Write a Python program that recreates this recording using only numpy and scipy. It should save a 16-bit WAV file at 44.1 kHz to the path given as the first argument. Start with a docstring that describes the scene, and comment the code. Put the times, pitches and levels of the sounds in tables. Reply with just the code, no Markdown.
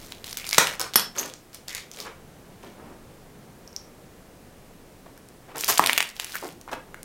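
"""An empty room with a concrete floor, where boots take short steps over grit close to the microphone.
Grains grind and crack under the soles and loose pieces scrape along; two larger pieces snap and
overload the microphone, one of them ringing like glass. A few light clinks fall in a pause, then one
boot presses down hard on the grit, twists and is drawn back. Bare walls add a short echo, and the
building's air rumbles softly underneath."""
import sys
import numpy as np
from scipy import signal
from scipy.fft import rfft, irfft
from scipy.io import wavfile
from scipy.ndimage import uniform_filter1d, minimum_filter1d

SR = 44100
rng = np.random.default_rng(int(sys.argv[2]) if len(sys.argv) > 2 else 0)


def wav_record(signal):
    """Record a signal, one row per channel, as 16-bit PCM in the file named by sys.argv[1]."""
    frames = np.transpose(np.atleast_2d(signal))
    bounded = np.clip(frames, -1, 1)
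    # unit amplitude maps onto the largest positive 16-bit level
    quanta = np.round(bounded * 32767).astype(np.int16)
    wavfile.write(sys.argv[1], SR, quanta)


N = 310464

# room tone of the building: frequency_hz, relative_db
AIR_SPECTRUM = [(12, -41), (20, 2), (44, -12.5), (154, -9), (187, -10), (328, -13), (472, -13.5),
                (624, -17.5), (718, -17.5), (780, -19.5), (949, -22), (3740, -30.5), (6910, -31),
                (8410, -31), (16000, -34.5)]
# drawn fader curve, the low background ducks after the loud cracks and slowly recovers: time_s, gain_db
BACKGROUND_LEVEL = [(0, 6), (1.2, 0), (2.4, 5), (3.8, 4.5), (5.5, 3), (6.1, -0.5), (7, 4.5)]
# a sole grinding over fine grit: peak_load_s, build_s, let_go_s, level_db, grain_pitch_hz
SOLE_STROKES = [(0.039, .1, 0.22, -49, 5200), (.28, 0.0381, 0.16, -42, 4800),
                (.375, 0.0064, .06, -38, 4440), (.475, .035, .14, -41, 4660),
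                (.535, 0.0066, 0.1, -32.5, 4130), (0.594, 0.0093, .16, -29.5, 2300),
                (.805, .01, 0.094, -38.5, 4150), (1.156, 0.0052, .1, -41.5, 2280),
                (1.183, 0.0074, .12, -36.5, 6160), (1.545, 0.014, 0.035, -45, 5800),
                (1.689, 0.011, 0.095, -40.5, 4600), (1.756, 0.0096, 0.089, -40, 4000),
                (2.009, 0.078, 0.068, -42.5, 5000), (2.64, 0.024, .12, -53, 2200),
                (5.582, 0.026, .16, -38, 5600), (5.695, .016, 0.044, -20.5, 6800),
                (5.74, .16, .2, -35.5, 5600), (5.899, 0.11, 0.22, -36, 3060),
                (6.219, .07, 0.176, -45, 3480), (6.35, 0.0758, 0.085, -41, 4300),
                (6.451, .05, 0.088, -45.5, 4840), (6.72, .006, 0.038, -43, 4200)]
# the biggest grains bursting, levels taken over 1 ms: start_s, level_db, pitch_hz, splinter_amount
GRAIN_CRACKS = [(0.122, -27.5, 3640, .1), (0.243, -28, 3900, 0.27), (0.3286, -25.5, 4980, 0.26),
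                (0.3712, -21.5, 3450, 0.9), (0.4434, -28, 3000, 0.04), (0.4672, -27, 4870, .5),
                (0.491, -21, 5040, 0.8), (0.511, -22, 5040, 0.2), (0.53, -13, 5000, 0.02),
                (0.546, -18.5, 4170, .25), (0.6709, -15.5, 2900, 0.4), (0.7961, -18, 1640, 1),
                (0.8043, -21, 3300, 1), (0.814, -16, 1420, 1), (0.9367, -24, 3710, .4),
                (0.942, -23, 3640, 0.46), (0.9961, -16.5, 4660, .4), (1.338, -30.5, 6440, 0.01),
                (1.5453, -29.5, 4500, 1), (1.6826, -24.5, 5360, 0.46), (1.7491, -21, 3880, 0.86),
                (1.9153, -31, 6040, .4), (2.0023, -24.5, 5260, 0.77), (5.1769, -42, 1590, 0.56),
                (5.2876, -43, 8260, 0.18), (5.609, -21, 4100, 1), (5.6372, -19.5, 2770, 0),
                (5.6439, -16.5, 5450, 0.95), (5.6995, -19, 2220, 0.8), (5.7763, -16, 3300, 0.2),
                (5.7806, -12.5, 7600, 0.1), (5.7945, -1.5, 1020, 0.04), (5.8396, -14.5, 2400, 0.13),
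                (5.8615, -11.5, 3680, 0.37), (5.872, -12.5, 3500, 0.36), (5.8958, -7.5, 2220, 0.02),
                (5.9313, -13, 3000, .4), (5.978, -8.5, 2590, 0.42), (5.9824, -12.5, 2470, .3),
                (6.0049, -10, 2480, .1), (6.0268, -18, 2440, 0.35), (6.09, -33.5, 3370, 0.9),
                (6.1657, -34, 3480, .4), (6.1984, -18.5, 3120, 0.35), (6.2452, -24, 3150, 0.83),
                (6.355, -21.5, 1670, 0.3), (6.4271, -25, 656, 0), (6.6128, -37.5, 5760, .85),
                (6.678, -30, 955, 0.01), (6.9443, -29, 1610, 0.05), (7.0311, -32, 8700, 0)]
# loose pieces dragged along the concrete: start_s, length_s, level_db, pitch_hz
DRAGGED_PIECES = [(0.364, 0.12, -46.5, 2280), (0.52, 0.034, -31, 2240), (0.812, 0.082, -45, 1210),
                  (1.179, 0.023, -26.5, 6440), (1.178, 0.045, -38.5, 12500), (1.679, 0.12, -45.5, 2010),
                  (5.674, 0.046, -28, 13400), (5.684, 0.024, -27.5, 1110), (6.335, 0.037, -38.5, 1580),
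                  (6.344, 0.031, -41, 14400)]
# larger pieces breaking, levels taken over 1 ms: start_s, level_db, ring_gain_db
FRACTURES = [(0.5813, 9, -77), (0.5834, 4.5, -54), (0.9576, 0.5, -9.5)]
# tone of a break: frequency_hz, relative_db
FRACTURE_EQ = [(40, -37), (120, 0.5), (220, -5), (600, 0.5), (1300, 0), (2200, -4), (3500, -5),
               (6000, -1.5), (9000, -7.5), (16000, -13.5)]
# ring of a glass shard: pitch_hz, level_db, t60_s
SHARD_MODES = [(2950, -22.5, 0.1), (3390, -15, .12), (5360, -11.5, 0.27), (5403, -9, 0.11),
               (8920, -18, 0.19), (10900, -5.5, 0.11), (11890, -12.5, 0.083), (11900, 2, 0.056),
               (12600, -3, .02)]
# the heel thumping through the floor: start_s, gain_db, pitch_hz
HEEL_DROPS = [(.586, -23, 190), (.961, -24, 220), (5.796, -15, 210)]
# the boot's weight coming onto the floor: start_s, length_s, level_db, pitch_hz
FOOTFALLS = [(0.793, 0.036, -36.5, 890), (1.143, 0.14, -42, 600), (1.959, 0.098, -50.5, 450),
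             (2.045, 0.043, -41.5, 920), (2.624, 0.0544, -47.5, 484), (2.71, 0.27, -52, 444),
             (5.058, 0.013, -45.5, 600), (5.474, 0.06, -48.5, 825), (5.54, 0.0504, -38.5, 766),
             (5.679, 0.043, -27.5, 1090), (5.808, 0.048, -32.5, 960), (6.416, 0.051, -37, 530),
             (6.681, 0.021, -42, 890), (6.71, 0.038, -32.5, 663)]
# light knocks in the litter: start_s, gain_db
LITTER_NUDGES = [(3.6765, -41.5), (3.7295, -48), (3.7636, -26.5)]
# ring of the nudged piece: pitch_hz, level_db, t60_s
LITTER_MODES = [(5000, -11, 0.0091), (5600, 13.5, 0.0056), (6100, -4, 0.0041), (11900, -5.5, 0.0081)]
# reverb send, higher while the microphone faces away from the feet: time_s, send_db
ROOM_SEND = [(.4, -6.5), (1, -2), (3.8, -3), (5.6, -7.5), (6.7, -6)]
# reverb decay: frequency_hz, t60_s
ROOM_DECAY = [(150, 0.585), (400, 0.36), (1000, 0.34), (2800, 0.28), (7000, 0.25), (15000, 0.21)]
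# reverb tone: frequency_hz, relative_db
ROOM_EQ = [(100, 4.5), (1000, -1.5), (2300, 4), (4000, 2.5), (8000, 0), (16000, -4.5)]

LOW_CUT_HZ, HIGH_CUT_HZ = 130, 16000
ONE_MS_GAIN = np.sqrt(SR / 1000)  # brings a hit of energy 1 to 0 dB over 1 ms


def amp(db):
    """Decibels to gain."""
    return 10 ** (np.asarray(db) / 20)


def unit(x):
    """Scales to energy 1 along the last axis."""
    return x / np.sqrt(np.sum(x ** 2, -1, keepdims=True) + 1e-20)


def value_at(points, hz):
    """A spectrum's value at hz, on a log axis."""
    point_hz, value = np.transpose(points)
    return np.interp(np.log(hz + 1), np.log(point_hz), value)


def automation(points):
    """A control's value at every sample."""
    return np.interp(np.arange(N) / SR, *np.transpose(points))


def add(mix, start_s, sound):
    """Drops a sound onto the timeline."""
    part = mix[max(round(start_s * SR), 0):][:len(sound)]
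    part += sound[:len(part)]


def band(x, hz, kind, order=2):
    """A causal high-pass or low-pass."""
    return signal.sosfilt(signal.butter(order, min(hz, SR / 2 - 1), kind, fs=SR, output="sos"), x)


def grain_bursts(hz, splinter, decay_cycles=0.69, splinter_s=0.00046, late_s=0.0005, count=6, size=320):
    """One row a grain: a heavily damped ping, then a few bright splinters, each at its own pitch."""
    t, hz = np.arange(size) / SR, hz[:, None]
    share = np.clip(splinter, 0, 1)[:, None]
    ping = np.sin(2 * np.pi * hz * t) * (t * hz) ** 0.3 * np.exp(-t * hz / decay_cycles)
    detune, delay, strength = np.moveaxis(rng.random((len(hz), 3, count, 1)), 1, 0)
    splinter_hz = 4600 * (HIGH_CUT_HZ / 4600) ** ((np.arange(count)[:, None] + detune) / count)
    age = np.maximum(t + late_s * np.log(1 - delay), 0)
    spray = (strength * np.sin(2 * np.pi * splinter_hz * age) * np.exp(-age / splinter_s)).sum(1)
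    spray = band(spray, 17000, "low", order=3)
    return np.sqrt(1 - share) * unit(band(ping, 310, "high")) + np.sqrt(share) * unit(spray)


def sole_pressure(t, build_s, let_go_s, build_db=10.5, let_go_db=15):
    """The grinding's envelope: weight builds on the sole up to t = 0, then lets go."""
    return amp(np.minimum(build_db * t / build_s, -let_go_db * t / let_go_s))


def building_air(gain_db=-52, rumble_hz=2500):
    """The bed: an even hiss over a soft rumble, which is faded down after the loud cracks and back up."""
    hz = np.fft.rfftfreq(N, 1 / SR)
    noise = irfft(rfft(rng.standard_normal(N)) * amp(value_at(AIR_SPECTRUM, hz)), N)
    noise = unit(noise) * np.sqrt(N) * amp(gain_db)
    spectrum = rfft(noise) * np.hypot(1, LOW_CUT_HZ / (hz + 10))  # bass lift below the low cut
    rumble = irfft(spectrum / (1 + (hz / rumble_hz) ** 2), N)
    return irfft(spectrum, N) + rumble * (amp(automation(BACKGROUND_LEVEL)) - 1)


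def grit_scuffs(grains_per_s=3500, spread_db=6.5, pitch_spread=0.47, all_splinter_hz=9000, most=1600):
    """Each stroke crushes a swarm of uneven grains; the finer the grit, the more it splinters."""
    out = np.zeros(N)
    for peak_s, build_s, let_go_s, db, pitch_hz in SOLE_STROKES:
        length_s = build_s + let_go_s
        count = min(int(grains_per_s * length_s), most)
        t = rng.random(most)[:count] * length_s - build_s
        scatter = rng.standard_normal(most)[:count]
        bulk = np.minimum(rng.exponential(1, most)[:count], 3)
        hz = np.clip(pitch_hz * np.exp(pitch_spread * scatter), 500, 15000)
        grains = grain_bursts(hz, hz / all_splinter_hz, decay_cycles=0.62, size=160)
        gain = unit(amp(spread_db * bulk)) * amp(db) * np.sqrt(length_s * SR)
        gain *= sole_pressure(t, build_s, let_go_s)
        for start_s, grain in zip(peak_s + t, grains * gain[:, None]):
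            if start_s > 0:
                add(out, start_s, grain)
    return out


def grit_pops(pops_per_s=85, lift_db=10, spread_db=3, pitch_spread=0.51, splinter=0.31, count=40):
    """Coarser grains give way under the moving sole and crackle on top of the grinding."""
    out = np.zeros(N)
    for peak_s, build_s, let_go_s, db, pitch_hz in SOLE_STROKES:
        t = (np.arange(count) + rng.random(count)) / pops_per_s - build_s
        scatter, bulk = rng.standard_normal((2, count))
        grains = grain_bursts(pitch_hz * np.exp(pitch_spread * scatter), np.full(count, splinter))
        gain = sole_pressure(t, build_s, let_go_s) * amp(db + lift_db + spread_db * bulk)
        gain = np.minimum(gain, amp(-22)) * ONE_MS_GAIN
        for start_s, grain in zip(peak_s + t, grains * gain[:, None]):
            if 0 < start_s < peak_s + let_go_s:
                add(out, start_s, grain)
    return out


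def grain_cracks(splinter_scale=0.95, second_db=-8.5, second_lag_s=0.0016, second_pitch_ratio=1.27):
    """Grains big enough to be heard one by one: each breaks, then its smaller half breaks again."""
    out = np.zeros(N)
    first_s, db, hz, splinter = np.transpose(GRAIN_CRACKS)
    gain = amp(db)[:, None] * ONE_MS_GAIN
    second_s = first_s + second_lag_s * (0.5 + 0.5 * rng.random(len(first_s)))
    for starts, pitch_hz, trim_db in (first_s, hz, 0), (second_s, hz * second_pitch_ratio, second_db):
        grains = grain_bursts(pitch_hz, splinter_scale * splinter) * gain * amp(trim_db)
        for start_s, grain in zip(starts, grains):
            add(out, start_s, grain)
    return out


def debris_scrapes(slips_per_s=2500, attack_share=0.18, release_share=0.2):
    """Quick, uneven slips keep a dragged piece singing at its own pitch."""
    out, t = np.zeros(N), np.arange(SR // 100) / SR
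    for start_s, length_s, db, hz in DRAGGED_PIECES:
        count = int(length_s * SR)
        progress = np.linspace(0, 1, count)
        ramp = np.minimum(progress / attack_share, (1 - progress) / release_share)
        contact = np.sin(np.pi / 2 * np.clip(ramp, 0, 1))
        slips = rng.standard_normal(SR) * (rng.random(SR) < slips_per_s / SR)
        width_hz = 450 + 0.058 * hz
        resonance = t * np.exp(-np.pi * width_hz * t) * np.sin(2 * np.pi * hz * t)
        scrape = np.convolve(slips[:count] * contact, resonance)
        add(out, start_s, unit(scrape) * amp(db) * np.sqrt(count))
    return out


def ring(modes):
    """Dying sines of a struck object."""
    t = np.arange(SR // 2) / SR
    return sum(amp(db - 60 * t / t60) * np.sin(2 * np.pi * hz * t) for hz, db, t60 in modes)


def debris_snaps(crumble_s=0.0015, crumble_db=-3, crumble_hz=900, size=2048):
    """A fracture is one sharp transient and a brief crumble, with the shard ringing on."""
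    out, t = np.zeros(N), np.arange(size) / SR
    log_gain = np.log(amp(value_at(FRACTURE_EQ, abs(np.fft.fftfreq(size, 1 / SR)))))
    # minimum phase: nothing sounds before the break
    body = np.fft.ifft(np.exp(np.conj(signal.hilbert(log_gain)))).real
    for start_s, db, ring_db in FRACTURES:
        crumble = band(rng.standard_normal(size) * np.exp(-t / crumble_s), crumble_hz, "high")
        force = (t == 0) + amp(crumble_db) * unit(crumble)
        snap = band(signal.fftconvolve(force, body), 200, "high")
        add(out, start_s, unit(snap) * amp(db) * ONE_MS_GAIN)
        add(out, start_s, amp(ring_db) * ring(SHARD_MODES))
    return out


def heel_thumps(decay_s=0.0036):
    """When a piece gives way, the heel drops the last bit onto the floor."""
    out, t = np.zeros(N), np.arange(SR // 10) / SR
    for start_s, db, hz in HEEL_DROPS:
        thump = np.sin(2 * np.pi * hz * t) * np.exp(-t / decay_s)
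        add(out, start_s, amp(db) * band(thump, 190, "high"))
    return out


def sole_treads(low_ratio=0.44, high_ratio=1.54, lumpy_db=3, taper=0.58):
    """The rubber sole meets the uneven floor in a quick, dull patter."""
    out = np.zeros(N)
    for start_s, length_s, db, hz in FOOTFALLS:
        count = int(length_s * SR)
        push = rng.standard_normal(SR)[:count] * signal.windows.tukey(count, taper)
        lumps = np.interp(np.arange(count), np.linspace(0, count, 16), rng.standard_normal(16))
        push = np.pad(push * amp(lumpy_db * lumps), (0, SR // 20))
        patter = band(band(push, hz * low_ratio, "high"), hz * high_ratio, "low")
        add(out, start_s, unit(patter) * amp(db) * np.sqrt(count))
    return out


def litter_clinks(attack_s=0.00012):
    """Something small and hard is nudged in the litter and rings for an instant."""
    out, t = np.zeros(N), np.arange(SR // 2) / SR
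    for start_s, db in LITTER_NUDGES:
        add(out, start_s, amp(db) * ring(LITTER_MODES) * (1 - np.exp(-t / attack_s)))
    return out


def microphone_aim(x, shelf_hz=8000, neutral_db=-6):
    """The grit is brightest with the microphone on the feet: a high shelf rises as the send falls."""
    hz = np.fft.rfftfreq(N, 1 / SR)
    treble = irfft(rfft(x) * hz ** 4 / (hz ** 4 + shelf_hz ** 4), N)
    return x + treble * (amp(neutral_db - automation(ROOM_SEND)) - 1)


def bare_walls(predelay_s=0.0046, early_s=0.02, early_db=5):
    """A few distinct early reflections melt into a short tail whose treble dies first."""
    t = np.arange(SR) / SR
    taps = rng.standard_normal(SR) * (t > predelay_s)
    spikiness = np.minimum(rng.exponential(1, SR), 4) - 2
    taps *= amp(early_db * np.exp(-t / early_s) * spikiness)
    hz, frame_s, spectra = signal.stft(taps, SR, nperseg=256)
    spectra *= amp(value_at(ROOM_EQ, hz)[:, None] - 60 * frame_s / value_at(ROOM_DECAY, hz)[:, None])
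    return unit(signal.istft(spectra, SR, nperseg=256)[1])


def room_reverb(x, count=3, crossfade_hz=4):
    """Crossfades between several echo patterns so the tail stays smooth, without ringing tones."""
    phase = 2 * np.pi * crossfade_hz * np.arange(N) / SR
    send = x * amp(automation(ROOM_SEND)) * np.sqrt(2 / count)
    feeds = (send * np.cos(phase + np.pi * k / count) for k in range(count))
    return sum(signal.fftconvolve(feed, bare_walls())[:N] for feed in feeds)


def scene():
    """The mono mix: five layers underfoot, each with its own reverb send, over the room tone."""
    coarse = microphone_aim(grain_cracks())
    fine = microphone_aim(grit_pops() + grit_scuffs())
    soles = sole_treads() + heel_thumps()
    snaps = debris_snaps()
    litter = debris_scrapes() + litter_clinks()
    send = amp(-4.5) * coarse + amp(-5.5) * fine + amp(-1) * soles + amp(-8.5) * snaps + amp(-7.5) * litter
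    return (coarse + fine + soles + snaps + litter + room_reverb(send) + building_air())[None]


def record(dry, ceiling=1.35, window=21):
    """A fast limiter holds down the loudest hits, what is still over clips; then low and high cuts."""
    gain = np.minimum(1, ceiling / (abs(dry) + 1e-9))
    gain = uniform_filter1d(minimum_filter1d(gain, window), window)
    clipped = np.clip(dry * gain, -1, 1)
    high_cut = signal.firwin(301, HIGH_CUT_HZ, window=("kaiser", 8), fs=SR)
    return signal.oaconvolve(band(clipped, LOW_CUT_HZ, "high", order=1), high_cut[None], "same")


dry = scene()
out = record(dry)
wav_record(out)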